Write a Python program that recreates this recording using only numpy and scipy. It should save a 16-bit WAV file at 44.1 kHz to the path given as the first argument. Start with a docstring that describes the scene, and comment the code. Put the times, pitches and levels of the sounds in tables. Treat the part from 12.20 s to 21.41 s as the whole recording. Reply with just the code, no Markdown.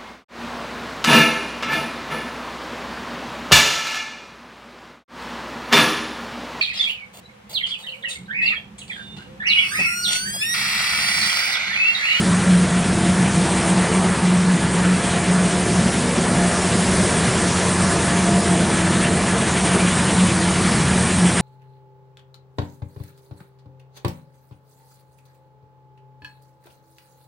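"""Plastic recycling line in a workshop

A hollow, unsteady drone throbs over motor hum, brief whines and the noise of the hall, while water churns
in a steel drum, pellets patter and a fine spray hisses in quick surges. One microphone is carried from the
control panel to the cutter drum. Tones are drifting sines; air and water are noise shaped by spectra;
the drone is a sung note beating against noise that rings the drum."""
import sys
import numpy as np
from scipy import signal
from scipy.fft import rfft, irfft, next_fast_len
from scipy.io import wavfile
from scipy.ndimage import uniform_filter1d, map_coordinates

SR = 44100
rng = np.random.default_rng(int(sys.argv[2]) if len(sys.argv) > 2 else 0)


def store_wav(level_fs):
    """Save 16-bit WAV to argv[1]."""
    pcm = np.round(np.clip(np.atleast_2d(level_fs), -1, 1) * 32767)
    wavfile.write(sys.argv[1], SR, pcm.T.astype(np.int16))


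N = 406161  # length [samples]


def amp(db):
    """Turn decibels into a gain."""
    return 10 ** (np.asarray(db) / 20)


def unit(x):
    """Scale a sound to rms 1."""
    return x / np.sqrt(np.mean(x ** 2) + 1e-20)


def curves(rows):
    """Draw straight lines through a table: one curve for each column after the time."""
    times, *columns = np.transpose(rows)
    return [np.interp(np.arange(N) / SR, times, column) for column in columns]


def wobble(rate):
    """A smooth random curve through `rate` random points a second."""
    n = np.arange(0, N + 64, 64)  # worked out every 64 samples, straight lines between
    points = rng.standard_normal(4000)
    curve = map_coordinates(points, [n * rate / SR + 2], mode="wrap")
    return np.interp(np.arange(N), n, curve)


def swell(start, length, attack_s, release_s):
    """An envelope that rises until start, holds for length and falls again."""
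    corners = np.cumsum([start - abs(attack_s), abs(attack_s), abs(length), abs(release_s)])
    return np.interp(np.arange(N) / SR, corners, [0, 1, 1, 0])


def filtered(x, response):
    """Multiply the spectrum of a sound by a gain that depends on frequency."""
    m = next_fast_len(N + SR // 2)
    hz = np.fft.rfftfreq(m, 1 / SR)
    return irfft(rfft(x, m) * response(hz), m)[:N]


def coloured(x, spectrum):
    """Shape a sound by a spectrum table, joined up on a log frequency axis, at rms 1."""
    f, db = np.transpose(spectrum)
    return unit(filtered(x, lambda hz: amp(np.interp(np.log(hz + 1), np.log(f), db))))


def turbulence(patchy_db):
    """White noise with short patches of random gain in time and frequency."""
    z = signal.stft(rng.standard_normal(N), nperseg=512)[2]
    field = uniform_filter1d(rng.standard_normal(z.shape), size=10, axis=0)
    field = uniform_filter1d(field, size=9, axis=1)
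    return signal.istft(z * amp(patchy_db * unit(field)), nperseg=512)[1][:N]


def tone(hz, wander_hz, rate):
    """A sine of rms 1 whose pitch drifts at random."""
    cycles = np.cumsum(hz + wander_hz * wobble(rate)) / SR
    return np.sqrt(2) * np.sin(2 * np.pi * (cycles + rng.random()))


def patter(per_second, spread_db):
    """Tiny impacts at random moments and of random sizes."""
    struck = rng.random(N) < per_second / SR
    sizes = rng.standard_normal(N) * amp(spread_db * rng.standard_normal(N))
    return unit(struck * sizes)


def ribbed(x, depth_db, spacing_hz):
    """The many close modes of a steel shell comb a sound with narrow fixed peaks."""
    peaks = rng.uniform(-1.1, 1, size=4000)
    return unit(filtered(x, lambda hz: amp(depth_db * map_coordinates(peaks, [hz / spacing_hz], mode="wrap"))))


def passing_walls(x, share, delay_s, sway_s, count=3):
    """Echoes from nearby panels and the floor, whose paths shift as the microphone is carried along."""
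    n = np.arange(N)
    echoes = np.zeros(N)
    for k in range(count):
        delay = delay_s * (k + 1) + sway_s * wobble(.9)
        echoes += np.interp(n - SR * delay, n, x)
    return unit(x + share * echoes)


LEAVE_PANEL_S, REACH_DRUM_S = 3.8, 5.1


def nearness():
    """The walk: 0 at the control panel, 1 beside the drum."""
    return np.interp(np.arange(N) / SR, [LEAVE_PANEL_S, REACH_DRUM_S], [0, 1])


# spectrum of the low rumble: (frequency [Hz], level [dB per Hz])
RUMBLE_SPECTRUM = [(10, -35), (22, -23), (45, -16.5), (70, -9), (110, -4.5), (160, -1.5), (220, -2.5),
                   (260, -11.5), (300, -10), (600, -45)]
RUMBLE_DB, RUMBLE_NEAR_DB = -25.5, 1  # at the panel, and the gain beside the drum


def rumble():
    """Machines rumble through the hall: low noise that slowly rises and falls."""
    level_db = RUMBLE_DB + RUMBLE_NEAR_DB * nearness() + 1.9 * wobble(4.6)
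    return amp(level_db) * coloured(rng.standard_normal(N), RUMBLE_SPECTRUM)


# steady noise along the walk, before a fixed trim:
# (time [s], roar level [dB], blower level [dB], hiss level [dB])
RUSH_LEVELS = [(0, -29.5, -32.5, -35), (0.6, -28.5, -34.5, -37.0), (1.1, -27.5, -32.5, -35.5),
               (1.65, -26.0, -28.5, -35.5), (2.1, -29, -32.5, -38), (3, -26, -32, -36.5),
               (3.6, -25.5, -34, -33.5), (4.1, -24.5, -30.5, -34.5), (4.6, -24.5, -30.5, -31.5),
               (5.2, -26, -31, -32), (5.75, -25.5, -28.5, -32.5), (6.6, -26, -31, -34.5),
               (7.6, -26.5, -29.5, -34), (8.4, -28, -30.5, -33.0), (9.21, -27.5, -31, -34)]
# spectra of the machine roar, the blower, its duct and the air jet: (frequency [Hz], level [dB per Hz])
ROAR_SPECTRUM = [(120, -31), (240, -10), (300, -3), (338, -2), (364, 3), (390, -0.1), (420, -1.5),
                 (480, -3.5), (560, -4.5), (630, -4.5), (800, -12), (1400, -35), (4000, -45)]
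BLOWER_SPECTRUM = [(300, -18), (600, -7), (720, 0), (800, -2.5), (860, 0.5), (960, 1), (1040, -1),
                   (1200, -1.5), (1500, -19.5), (4000, -43)]
DUCT_SPECTRUM = [(700, -28), (1100, -9), (1350, 1), (1580, -0.5), (1720, 2), (1950, -2.5), (2120, -6),
                 (2300, -5), (2800, -10.5), (4500, -17), (11000, -40)]
HISS_SPECTRUM = [(1000, -11), (3000, -4), (4500, -0.5), (6000, 0), (7500, 1), (8500, -2), (10400, 1.5),
                 (11000, -19)]
DUCT_DB, DUCT_NEAR_DB = -30, 1.25  # at the panel, and the gain beside the drum


def rush():
    """Machines roar, a blower rushes through its duct and an air jet hisses, all echoing off the walls."""
    roar_db, blower_db, hiss_db = curves(RUSH_LEVELS)
    duct_db = DUCT_DB + DUCT_NEAR_DB * nearness()
    roar = amp(roar_db - 0.48) * coloured(turbulence(patchy_db=1.32), ROAR_SPECTRUM)
    blower = amp(blower_db + 1.27) * coloured(turbulence(patchy_db=1.27), BLOWER_SPECTRUM)
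    duct = amp(duct_db) * coloured(turbulence(patchy_db=1.65), DUCT_SPECTRUM)
    hiss = amp(hiss_db + 4.0) * coloured(turbulence(patchy_db=1.5), HISS_SPECTRUM)
    direct = roar + blower + duct + hiss
    # the echoes leave the overall level as it was
    return np.std(direct) * passing_walls(direct, share=0.13, delay_s=.009, sway_s=0.000505)


# faint hum of the heaters and gearbox, and whine of the motor drives: (frequency [Hz], level [dB])
HUM_TONES = [(119.8, -42), (134.5, -41), (149, -48), (484.5, -47), (1107.6, -50), (1382, -51), (2222, -62),
             (4160, -64), (7090, -57), (8002, -60), (8450, -46), (8700, -55)]


def hum():
    """Heaters, gearbox and drives hum faintly, each a sine that wavers a little in pitch and level."""
    out = np.zeros(N)
    for hz, db in HUM_TONES:
        out += amp(db + 1.4 * wobble(2.62)) * tone(hz, wander_hz=0.00149 * hz, rate=7)
    return out


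# motor and pump tones: (frequency [Hz], level at the panel [dB], level at the drum [dB], wander [Hz])
MOTOR_TONES = [(74.5, -38.5, -40, .25), (89.9, -42, -33, .25), (242.6, -36.5, -36.5, 0.68),
               (327.2, -41, -43, 0.55), (689.4, -48, -42, 0.57)]
FADE_DB, FADE_PER_S = 2, 2.34  # size and pace of the fading


def motors():
    """Motors and pumps hum at drifting pitches, fading in and out in the standing waves of the hall."""
    out, near = np.zeros(N), nearness()
    for hz, panel_db, drum_db, wander_hz in MOTOR_TONES:
        level_db = panel_db + (drum_db - panel_db) * near
        level_db = level_db + FADE_DB * wobble(FADE_PER_S) + 0.68 * wobble(12)
        out += amp(level_db) * tone(hz, wander_hz, rate=6)
    return out


# moments when a shaft or pump tone rises above the hum:
# (start of full level [s], time held [s], frequency [Hz], level [dB])
SHAFT_WHINES = [(.52, 0.61, 701, -35.5), (0.813, 0.74, 329.3, -30.5), (1.17, 0.62, 648, -45),
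                (1.4, .45, 677, -37.5), (2.85, 0.73, 698, -35.5), (3.05, 0.55, 708, -41),
                (3.7, .4, 242.5, -31.5), (4.1, .42, 688, -33.5), (4.18, .7, 708, -38),
                (5.73, 0.57, 689, -30.5), (6.0, 0.79, 328, -31.5), (6.75, 1.2, 691, -39.5),
                (7.95, 0.53, 331.8, -31.5)]
WHINE_ATTACK_S, WHINE_RELEASE_S = 0.12, 0.17


def shafts():
    """Each shaft or pump whine swells, holds its slightly wavering pitch and fades."""
    out = np.zeros(N)
    for start, length, hz, db in SHAFT_WHINES:
        envelope = swell(start, length, WHINE_ATTACK_S, WHINE_RELEASE_S)
        out += amp(db) * envelope * tone(hz, wander_hz=0.93, rate=10)
    return out * amp(1.4 * wobble(12))  # all waver together


# water round the cutter along the walk, before trims and surges:
# (time [s], churn level [dB], spray level [dB])
WATER_LEVELS = [(0, -32, -32.0), (0.5, -33, -35), (1.4, -30.5, -30.5), (2.3, -33, -35.0), (2.9, -29.5, -32),
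                (3.5, -33, -34.5), (4.25, -32.5, -33), (4.6, -31, -29.0), (5.6, -30.5, -31),
                (6.3, -32.5, -31), (6.7, -29, -31.0), (7.1, -30.5, -32.5), (7.45, -27.5, -28.5),
                (8.3, -29.5, -31), (9.21, -29.5, -28)]
# spectra of the churn with its pellets, and of the spray: (frequency [Hz], level [dB per Hz])
CHURN_SPECTRUM = [(600, -23), (1400, -1.5), (2200, 4), (2800, 1.5), (4100, -2.5), (4450, -10), (7000, -10),
                  (11000, -27)]
SPRAY_SPECTRUM = [(3000, -42), (6000, -22), (7500, -6.5), (8050, 3), (8600, 3.5), (9300, 3), (10200, -3),
                  (11000, -13)]
SLAPS_PER_S, SLAP_SCATTER_PER_S, SLAP_DB = 9.6, 3.93, 1.15  # uneven slaps on the drum wall; rms depth
HEAVE_DB, HEAVE_PER_S = 0.34, 6.5  # the slower heaving of the water


def water():
    """Water slaps round the drum, flinging pellets at the wall and throwing off spray."""
    churn_db, spray_db = curves(WATER_LEVELS)
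    pellets = turbulence(patchy_db=2.0) + 0.53 * patter(per_second=3500, spread_db=1.0)
    drops = turbulence(patchy_db=1.2) + 0.39 * patter(per_second=5400, spread_db=1.0)
    pellets = ribbed(coloured(pellets, CHURN_SPECTRUM), depth_db=3.5, spacing_hz=45.27)
    drops = ribbed(coloured(drops, SPRAY_SPECTRUM), depth_db=4.5, spacing_hz=45.0)
    # one surge drives both pellets and spray; each breaks it into quicker splashes of its own
    slaps_db = SLAP_DB * tone(SLAPS_PER_S, wander_hz=SLAP_SCATTER_PER_S, rate=12)
    surge_db = slaps_db + HEAVE_DB * wobble(HEAVE_PER_S)
    churn = amp(churn_db - 1.07 + surge_db + 1.5 * wobble(40)) * pellets
    spray = amp(spray_db - 1.0 + 0.8 * surge_db + 1.43 * wobble(32)) * drops
    return churn + spray


# the drone between its strongest throbs, before flutter and trim: (time [s], level [dB])
DRONE_LEVELS = [(0, -18.5), (2.3, -23.5), (3.8, -22), (4.8, -23), (5.5, -23.5), (6.2, -20.5), (7.2, -24),
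                (8.2, -22), (9.21, -20.5)]
# its strongest throbs, before trim: (start of full level [s], time held [s], level [dB])
DRONE_THROBS = [(0.11, 0.064, -17.5), (0.282, 0.14, -12.5), (0.547, 0.045, -17.5), (0.66, 0.091, -19),
                (0.86, 0.19, -17), (1.18, 0.032, -17), (1.517, 0.094, -15.5), (1.796, 0.14, -17.5),
                (2.031, 0.32, -15.5), (2.654, 0.099, -16), (3.087, 0.15, -16.5), (3.568, 0.11, -17.5),
                (4.177, 0.11, -18.5), (6.095, 0.093, -16), (6.306, 0.032, -17.5), (6.404, 0.042, -18),
                (7.629, 0.05, -17), (7.984, 0.054, -16), (8.774, 0.036, -17), (9.025, 0.039, -13.5)]
THROB_DB, THROB_ATTACK_S, THROB_RELEASE_S = 0.17, 0.016, 0.026  # THROB_DB trims every throb
LULL_AFTER_S, LULL_S, LULL_DB = 0.055, 0.021, -5  # each throb collapses into a short lull
FLUTTER_DB, FLUTTER_PER_S = 2.5, 26  # the lesser throbs in between


def throbbing():
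    """The drone's level in dB: flutter, then lulls, then the strongest throbs laid over both."""
    level_db = curves(DRONE_LEVELS)[0] + FLUTTER_DB * wobble(FLUTTER_PER_S)
    for start, length, _ in DRONE_THROBS:
        lull_start = start + length + LULL_AFTER_S
        level_db = level_db + LULL_DB * swell(lull_start, LULL_S, THROB_RELEASE_S, THROB_ATTACK_S)
    for start, length, db in DRONE_THROBS:
        envelope = swell(start, length, THROB_ATTACK_S, THROB_RELEASE_S)
        level_db = level_db + (db + THROB_DB - level_db) * envelope
    return level_db


# resonances of the drum and its pipes: (frequency [Hz], width [Hz], level [dB])
DRUM_RESONANCES = [(174.6, 14, -2), (189.7, 20, 2), (163.8, 5.4, -5), (204, 30, -13)]


def drum_response(f):
    """The gain of the steel drum: a few resonance peaks added as power."""
    power = 0
    for hz, width, db in DRUM_RESONANCES:
        power = power + amp(db) ** 2 / (1 + (2 * (f - hz) / width) ** 2) ** 2.0
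    return np.sqrt(power)


def drone():
    """The spinning cutter sings one unsteady note; turbulence rings the drum around it, and the two beat."""
    level_db = throbbing()
    swell_db = level_db - np.mean(level_db)
    note = tone(180.5, wander_hz=1.67, rate=10)
    ring = unit(filtered(rng.standard_normal(N), drum_response))
    # the note stands out in the swells, the ringing fills the lulls
    beat = amp(.5 * swell_db + .4) * note + ring
    # the swing of the drum levels off, so each throb keeps a more even strength
    swing = np.abs(signal.hilbert(beat, next_fast_len(N)))[:N]
    return amp(level_db - 0.6) * unit(beat / (swing + 0.53))


def scene():
    """All sources meet at one microphone, which feeds both channels."""
    mono = rumble() + rush() + hum() + motors() + shafts() + water() + drone()
    return np.array([mono, mono])


TOP_HZ = 10680  # upper band limit


def record(dry):
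    """The recorder cuts off very steeply above its band limit."""
    return np.array([filtered(x, lambda hz: 1 / np.sqrt(1 + (hz / TOP_HZ) ** 200)) for x in dry])


dry = scene()
out = record(dry)
store_wav(out)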